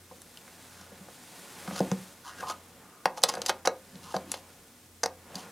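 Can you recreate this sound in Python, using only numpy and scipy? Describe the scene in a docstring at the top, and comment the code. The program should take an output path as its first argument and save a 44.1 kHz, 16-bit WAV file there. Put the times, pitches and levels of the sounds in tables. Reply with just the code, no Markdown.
"""Closing a wooden box camera

A wooden door of a box camera is swung shut by hand in a quiet room; a brass latch is slid and turned.
Knocks and ticks are short bursts of clicks that set off dying tones in the wooden case and the brass.
Fingers and latch rub on the wood as dense clicks that ring the same parts; sleeves rustle as filtered
clicks. The room adds a short echo, a wavering low tone and shaped noise, under faint white hiss."""
import sys
import numpy as np
from scipy import signal
from scipy.fft import rfft, irfft
from scipy.io import wavfile

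SR = 44100
rng = np.random.default_rng(int(sys.argv[2]) if len(sys.argv) > 2 else 0)


def master(y):
    """Save y as 16-bit WAV."""
    cut = np.clip(np.atleast_2d(y).T, -1, 1)
    pcm = np.round(cut * 32767)  # scale
    wavfile.write(sys.argv[1], SR, pcm.astype(np.int16))


def decibels_to_gain(level_db):
    """Convert a level in decibels to a linear amplitude gain (20 dB per decade)."""
    exponent = np.asarray(level_db, float) / 20
    return 10 ** exponent


N = 243296   # length in samples


def rms_one(x):
    """Scale a signal to rms 1."""
    return x / np.sqrt(np.mean(x ** 2) + 1e-20)


def at_hz(points, hz):
    """Read a curve at any pitch, on a log-frequency axis."""
    f, value = np.transpose(points)
    return np.interp(np.log(np.maximum(hz, 1)), np.log(f), value)


def coloured(x, spectrum):
    """Filter a signal so that some pitches come out stronger than others."""
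    hz = np.fft.rfftfreq(len(x), 1 / SR)
    return irfft(rfft(x) * decibels_to_gain(at_hz(spectrum, hz)), len(x))


def drift(rate_hz):
    """Slow random wandering with rms 1: smoothed noise, computed at every 40th sample."""
    r = np.exp(-80 * np.pi * rate_hz / SR)
    noise = rng.standard_normal(N // 40 + 2002)
    slow = signal.lfilter([1], [1, -2 * r, r * r], noise)[2000:]   # skip the filter's start-up
    return np.interp(np.arange(N) / 40, np.arange(len(slow)), rms_one(slow))


def bumps(s, width_s, height):
    """Bell-shaped rises in time, summed."""
    t = np.arange(N) / SR
    return sum(h * np.exp(-.5 * ((t - at) / w) ** 2) for at, w, h in np.broadcast(s, width_s, height))


def grains(per_s, spread_db):
    """Random clicks of uneven size and either sign."""
    sizes = decibels_to_gain(spread_db * np.minimum(rng.exponential(1, N), 4)) * rng.choice([-1, 1], N)
    return sizes * (rng.random(N) < per_s / SR)


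def rings(hz, level_db, t60, count):
    """One dying sine a row; the sign flips after every count modes, as node lines are crossed."""
    t = np.arange(SR // 4) / SR
    start = (-1.) ** (np.arange(len(hz)) // count) * decibels_to_gain(level_db)
    decay = decibels_to_gain(-60 * t / t60[:, None])
    return start[:, None] * decay * np.sin(2 * np.pi * np.outer(hz, t))


def bodies():
    """Mode pitches and rings of the wooden case and of the hand-damped brass."""
    # box and door panel: f/Hz, relative level/dB, time to fall 60 dB/s
    wood_modes = [(135, -6.5, 0.049), (171, -15, .1), (186.5, 8, 0.17), (222, -7, 0.07), (261, -7.5, 0.2),
                  (305, -13, 0.12), (378, -3, 0.074), (470, -1, 0.07), (516, 5, 0.1), (610, -8, 0.03),
                  (658, -1, 0.055), (712, -1, 0.04), (784, 4, 0.05), (850, -1, 0.04), (950, -7, .04),
                  (1010, -4, 0.045), (1064, -4, 0.045), (1152, -5, 0.03), (1260, 1, 0.045),
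                  (1460, 6, 0.025), (1580, -6, 0.045), (1670, 1, 0.03), (1900, 4, 0.022), (2060, 4, .02),
                  (2230, 4, 0.028), (2560, 7, 0.018), (3130, 8, .018)]
    # brass latch: f/Hz, relative level/dB
    brass_modes = [(2750, -0.5), (3100, 1.5), (3500, 1), (4000, 2.5), (4400, 3.5), (4890, 5), (5360, 5),
                   (5840, 5.5), (6360, 6.5), (7000, 4), (7600, 2), (8500, -1), (9370, 4.5), (10400, 3.5),
                   (11500, 1.5), (12600, -5.5), (14000, -9)]
    brass_cycles = 38   # swings to fall 60 dB
    wood_hz, wood_db, wood_t60 = np.transpose(wood_modes)
    brass_hz, brass_db = np.transpose(brass_modes)
    wood = rings(wood_hz, wood_db, wood_t60, count=3)
    brass = rings(brass_hz, brass_db, brass_cycles / brass_hz, count=1)
    return wood_hz, wood, brass_hz, brass


def favour(hz, colour_hz, drop_db):
    """Where a body is touched decides which modes speak; drop_db is the loss one octave from the colour."""
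    return decibels_to_gain(-drop_db * np.log2(hz / colour_hz) ** 2)   # twice as far away, four times the loss


def air():
    """Faint, steady background: random noise with the colour of the quiet room."""
    # colour of the background: f/Hz, relative level per Hz/dB
    air_colour = [(15, -74), (25, -37), (53, -5), (75, -20), (129, -1), (147, -24), (246, 1.5), (281, -7),
                  (421, -9), (2990, -68), (4140, -59), (4990, -22), (5410, -22), (15400, -23.5)]
    level_db = -60
    return decibels_to_gain(level_db) * rms_one(coloured(rng.standard_normal(N), air_colour))


def hum():
    """A low sine that swells and fades while its pitch wavers slightly."""
    # swells of the hum: t/s, level/dB
    swells = [(0.0, -62.5), (0.82, -61.5), (1.8, -61), (2.53, -62), (3.57, -63.5), (4.25, -60.5),
              (5.1, -60)]
    middle_hz, waver_hz, width_s = 87.3, 0.6, 0.2
    s, db = np.transpose(swells)
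    hz = middle_hz + waver_hz * drift(1.4)
    tone = np.sqrt(2) * np.sin(2 * np.pi * np.cumsum(hz) / SR)
    return bumps(s, width_s, decibels_to_gain(db)) * tone


def room(x):
    """Dense reflections after a few ms: bands of noise that die faster in the treble."""
    # echo of the room: f/Hz, time to fall 60 dB/s
    echo_t60 = [(200, 0.32), (1000, 0.23), (4000, 0.12), (12000, 0.066)]
    level_db = -13.5
    t, tail = np.arange(SR // 2) / SR, 0
    for low in 88 * 2. ** np.arange(7.1):   # eight bands, an octave apart
        band = signal.butter(2, [low, min(2 * low, 19000)], "band", fs=SR, output="sos")
        noise = signal.sosfilt(band, rng.standard_normal(len(t)))
        tail = tail + noise * decibels_to_gain(-60 * t / at_hz(echo_t60, 1.4 * low))
    tail = tail * np.clip((t - .002) / 0.0011, 0, 1)   # silent for 2 ms, then a quick fade-in
    return decibels_to_gain(level_db) * signal.fftconvolve(x, tail / np.sqrt(np.sum(tail ** 2)))[:N]


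def sleeves():
    """Cloth fibres slip as fine clicks, filtered into a dull and a bright patchy rustle."""
    # how briskly the arms move: t/s, bright rustle level/dB
    arm_moves = [(0.0, -61), (0.63, -55), (0.89, -59), (1.38, -52), (1.7, -49), (2.05, -53), (2.28, -62.5),
                 (2.43, -53), (2.6, -59.5), (2.9, -62.5), (3.5, -59), (3.7, -63.5), (3.95, -58.5),
                 (4.21, -58), (4.93, -63), (5.24, -61.5), (5.35, -56.5), (5.52, -57)]
    # a hand shifts its grip and the dull rustle thickens: t/s, width/s, added level/dB
    grips = [(0.9, 0.12, 5), (1.8, 0.11, 8), (2.45, 0.16, 7), (2.85, 0.098, 8), (3.37, 0.15, 16),
             (4.21, 0.28, 6.5), (5.37, 0.14, 11)]
    # dull part of the rustle: f/Hz, relative level per Hz/dB
    dull_colour = [(59, -27), (100, -2.5), (118, -22), (171, 2.5), (230, -5.5), (553, -5), (851, -5),
                   (2500, -18), (3250, -24.5), (5500, -120)]
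    # bright part of the rustle: f/Hz, relative level per Hz/dB
    bright_colour = [(880, -18.5), (1500, -5.5), (2940, -6.5), (3500, -2.5), (5030, -4), (9210, -4),
                     (13300, -10), (15400, -14.5)]
    bright_db = np.interp(np.arange(N) / SR, *np.transpose(arm_moves))
    dull_db = bright_db - 4 + bumps(*np.transpose(grips))   # between grips, 4 dB under the bright part
    fibres = grains(9000, spread_db=1.5)
    dull = rms_one(coloured(fibres, dull_colour)) * decibels_to_gain(dull_db + 0.36 * drift(9))
    bright = rms_one(coloured(fibres, bright_colour)) * decibels_to_gain(bright_db + 0.81 * drift(36))
    return dull + bright


def drags():
    """Strokes and slides in one list: peak t/s, rise/ms, fall/ms, wood/dB, wood f/Hz, brass/dB."""
    # fingers and latch dragged on the wood, swelling and fading:
    # peak t/s, length/ms, wood level/dB, wood colour f/Hz, brass level/dB
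    strokes = [(0.8, 420, -65, 1480, -59), (1.725, 40, -40.5, 240, -58), (2.279, 96, -48.5, 1045, -49.5),
               (2.31, 195, -56, 1580, -56), (2.465, 72, -45.5, 1000, -59), (2.5, 81, -41, 1090, -41),
               (2.95, 660, -67, 1200, -81), (3.181, 36, -43, 930, -44.5), (3.26, 34, -60, 810, -67),
               (3.295, 31, -36.5, 980, -31), (3.381, 39, -42.5, 510, -52), (3.956, 320, -57, 210, -66),
               (4.04, 48, -62, 220, -60), (4.078, 146, -54.5, 1070, -54), (4.125, 50, -57, 886, -51),
               (4.156, 49, -37.5, 770, -48), (4.27, 130, -53, 270, -88), (4.343, 144, -55, 930, -48.5),
               (5.36, 38, -61, 305, -57), (5.398, 120, -53.5, 930, -48)]
    # parts that slide until they catch, growing and then stopping short:
    # peak t/s, length/ms, wood level/dB, wood colour f/Hz, brass level/dB
    slides = [(1.795, 83, -49, 1300, -39), (2.411, 41, -46, 1530, -45.5), (2.447, 47, -42, 1020, -57),
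              (3.2365, 8.2, -37, 920, -24), (3.352, 110, -67, 870, -45.5), (3.461, 19, -69, 590, -48),
              (3.491, 18, -38.5, 925, -32.5)]
    rows = []
    for table, rise_share in [(strokes, 0.5), (slides, 0.98)]:
        for s, ms, *rest in table:
            rows.append((s, rise_share * ms, (1 - rise_share) * ms, *rest))
    return rows


def rubs():
    """Dense stick-slip clicks swell and fade under each stroke and ring the wood and brass."""
    hand_db_per_s = 250   # extra fading of the wood under the pressing hand
    mode_drop_db = 75     # a rubbed spot sets off only the modes near its colour
    out = np.zeros(N + SR)
    wood_hz, wood, brass_hz, brass = bodies()
    held = wood[:, :2000] * decibels_to_gain(-hand_db_per_s * np.arange(2000) / SR)
    slips = grains(3000 * decibels_to_gain(2.5 * drift(90)), spread_db=4)   # about 3000 a second, unevenly
    ringing = rms_one(signal.fftconvolve(slips, brass[:, :600].sum(0))[:N])
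    scratch = rms_one(np.diff(slips, prepend=0))
    grit = ringing + 0.24 * scratch
    for s, rise_ms, fall_ms, wood_db, colour_hz, brass_db in drags():
        start, end = s - rise_ms / 1000, min(s + fall_ms / 1000, N / SR)
        a, b = round(start * SR), round(end * SR)
        press = np.interp(np.arange(a, b) / SR, [start, s, end], [0, 1, 0]) ** 1.12
        spot = favour(wood_hz, colour_hz, mode_drop_db) @ held
        groan = signal.fftconvolve(slips[a:b] * press, spot)
        out[a:a + len(groan)] += decibels_to_gain(wood_db) * groan / np.std(groan[:b - a])
        out[a:b] += decibels_to_gain(brass_db) * press * grit[a:b]
    return out[:N]


def touches():
    """Knocks and clicks: t/s, brass/dB, brass f/Hz, wood/dB, wood f/Hz, octave loss/dB, chatter/ms."""
    # hands and the door bump the wooden case:
    # t/s, wood level/dB, wood colour f/Hz, brass peak level/dB, chatter/ms
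    knocks = [(0.1111, -48.5, 520, -62, 9.6), (0.4783, -56, 1210, -59, 1.1), (0.796, -56, 200, -60, 1.2),
              (0.917, -50, 380, -60, 3.6), (1.006, -49, 202, -63, 2.5), (1.084, -50, 780, -62, 1.2),
              (1.6758, -40.5, 990, -38, 1.5), (1.679, -36.5, 235, -60, 1.9), (1.7088, -41, 910, -52, 2.5),
              (1.8044, -22.5, 335, -27, 0.46), (1.915, -35, 940, -22, 0.71), (1.916, -25.5, 257, -48, 0.71),
              (2.426, -41.5, 970, -50, .6), (3.37, -36.5, 675, -43, 3.7), (3.955, -48.5, 235, -36.5, 1.4),
              (4.1422, -30, 710, -37, 7.1), (4.154, -37.5, 170, -60, 5.4), (4.1641, -33, 600, -21.5, 1.5),
              (5.344, -51, 910, -42, 2), (5.3542, -42.5, 230, -26, 1.8)]
    # brass parts click and snap: t/s, brass peak level/dB, brass colour f/Hz, wood level/dB, chatter/ms
    clicks = [(0.2177, -35.5, 10800, -65, 2.1), (0.3722, -32.5, 3300, -76, 0.93),
              (0.8101, -40.5, 6900, -59, 5), (1.7611, -25.5, 5800, -43.5, 2.1),
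              (2.4975, -26, 4500, -38, 4.1), (3.0558, -16.5, 3520, -20.5, 2.3),
              (3.1742, -32, 6300, -46, 0.61), (3.1864, -40, 5700, -59, 1.5), (3.219, -32, 6740, -54, 0.87),
              (3.2364, 0.1, 6250, -28, .5), (3.2381, -10.5, 5930, -29.5, 2.6),
              (3.2774, -38, 6000, -53, 2.4), (3.2888, -16.5, 5340, -36, 0.86),
              (3.2974, -18.5, 7100, -38.5, 0.86), (3.338, -25.5, 5600, -38, 2.7),
              (3.3515, -28.5, 5900, -44, 2.2), (3.4172, -16.5, 5200, -44, 0.4),
              (3.4613, -16.5, 5430, -44.5, 2.9), (3.4935, -12.5, 4650, -27.5, 2.4),
              (3.4955, -19, 4200, -27, 4.4), (3.651, -32, 4700, -35, 1.5), (3.655, -19.5, 5400, -35, 4.1),
              (3.6731, -9.5, 4660, -21, 0.96), (4.3167, -14.5, 9000, -48, 2.2),
              (4.34, -27.5, 2930, -39.5, 4.7), (5.0331, -14.5, 5860, -29.5, 0.71),
              (5.0365, -9.5, 5200, -29, 0.95), (5.0588, -16.5, 5440, -31, 1)]
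    rows = [(s, brass_db, 5200, wood_db, hz, 7, ms) for s, wood_db, hz, brass_db, ms in knocks]
    # clicks reach the panel under the latch, which speaks around 864 Hz
    rows += [(s, brass_db, hz, wood_db, 864, 4, ms) for s, brass_db, hz, wood_db, ms in clicks]
    return rows


def contacts():
    """Each touch is a short chatter of clicks that strikes brass and wood with strengths of its own."""
    crack_db, crack_s = -0.5, 0.0028
    out = np.zeros(N + SR)
    wood_hz, wood, brass_hz, brass = bodies()
    t_ms, early = np.arange(1200) * 1000 / SR, SR // 60
    crack = decibels_to_gain(crack_db) * np.exp(-np.arange(400) / SR / crack_s)
    tick_band = signal.butter(3, [1400, 12000], "band", fs=SR)
    for s, brass_db, tick_hz, wood_db, knock_hz, drop_db, chatter_ms in touches():
        luck = rng.standard_normal(1300)
        bounces = luck[:1200] * (np.abs(luck[100:]) > 1.3)   # chance leaves gaps between bounces
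        chatter = 1.74 * bounces * np.exp(-t_ms / max(chatter_ms, .1))
        chatter[0] = 1.8   # first hit
        scatter = decibels_to_gain(2 * luck)   # each touch lands a little elsewhere

        tick = (scatter[:len(brass)] * favour(brass_hz, tick_hz, 12.2)) @ brass
        tick[:len(crack)] += crack * luck[300:300 + len(crack)]   # countless short modes crack at once
        tick = signal.lfilter(*tick_band, signal.fftconvolve(tick, chatter))

        firm = chatter * (t_ms % 1 < .15)   # only bounces early in each ms reach the wood
        knock = (scatter[-len(wood):] * favour(wood_hz, knock_hz, drop_db)) @ wood
        contact = np.exp(-2 * np.pi * 7.5 * knock_hz / SR)   # a duller knock is a longer, softer contact
        knock = signal.fftconvolve(knock, signal.lfilter([1], [1, -contact], firm))
        small_patch = signal.butter(2, 0.38 * knock_hz, "high", fs=SR)   # a small patch moves little air
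        knock = signal.lfilter(*small_patch, knock)

        tick = decibels_to_gain(brass_db) * tick / np.abs(tick).max()
        knock = decibels_to_gain(wood_db) * knock / np.std(knock[:early])   # level over the first 1/60 s
        at = round(s * SR)
        out[at:at + len(tick)] += tick + knock
    return out[:N]


def scene():
    """All sources sit in the middle; the small box radiates no deep bass."""
    no_bass = signal.butter(4, 120, "high", fs=SR, output="sos")
    near = signal.sosfilt(no_bass, contacts() + rubs()) + sleeves()
    return np.array([near + room(near) + hum() + air()] * 2)


def roll_off(x):
    """The treble ends steeply here."""
    return signal.sosfilt(signal.butter(12, 15590, fs=SR, output="sos"), x)


def record(dry):
    """Add one white microphone hiss, turned upside down on the right, and clip at full scale."""
    hiss_db = -63
    hiss = decibels_to_gain(hiss_db) * rng.standard_normal(N) * [[1], [-1]]
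    return roll_off(np.clip(dry + hiss, -1, 1))


dry = scene()
out = record(dry)
master(out)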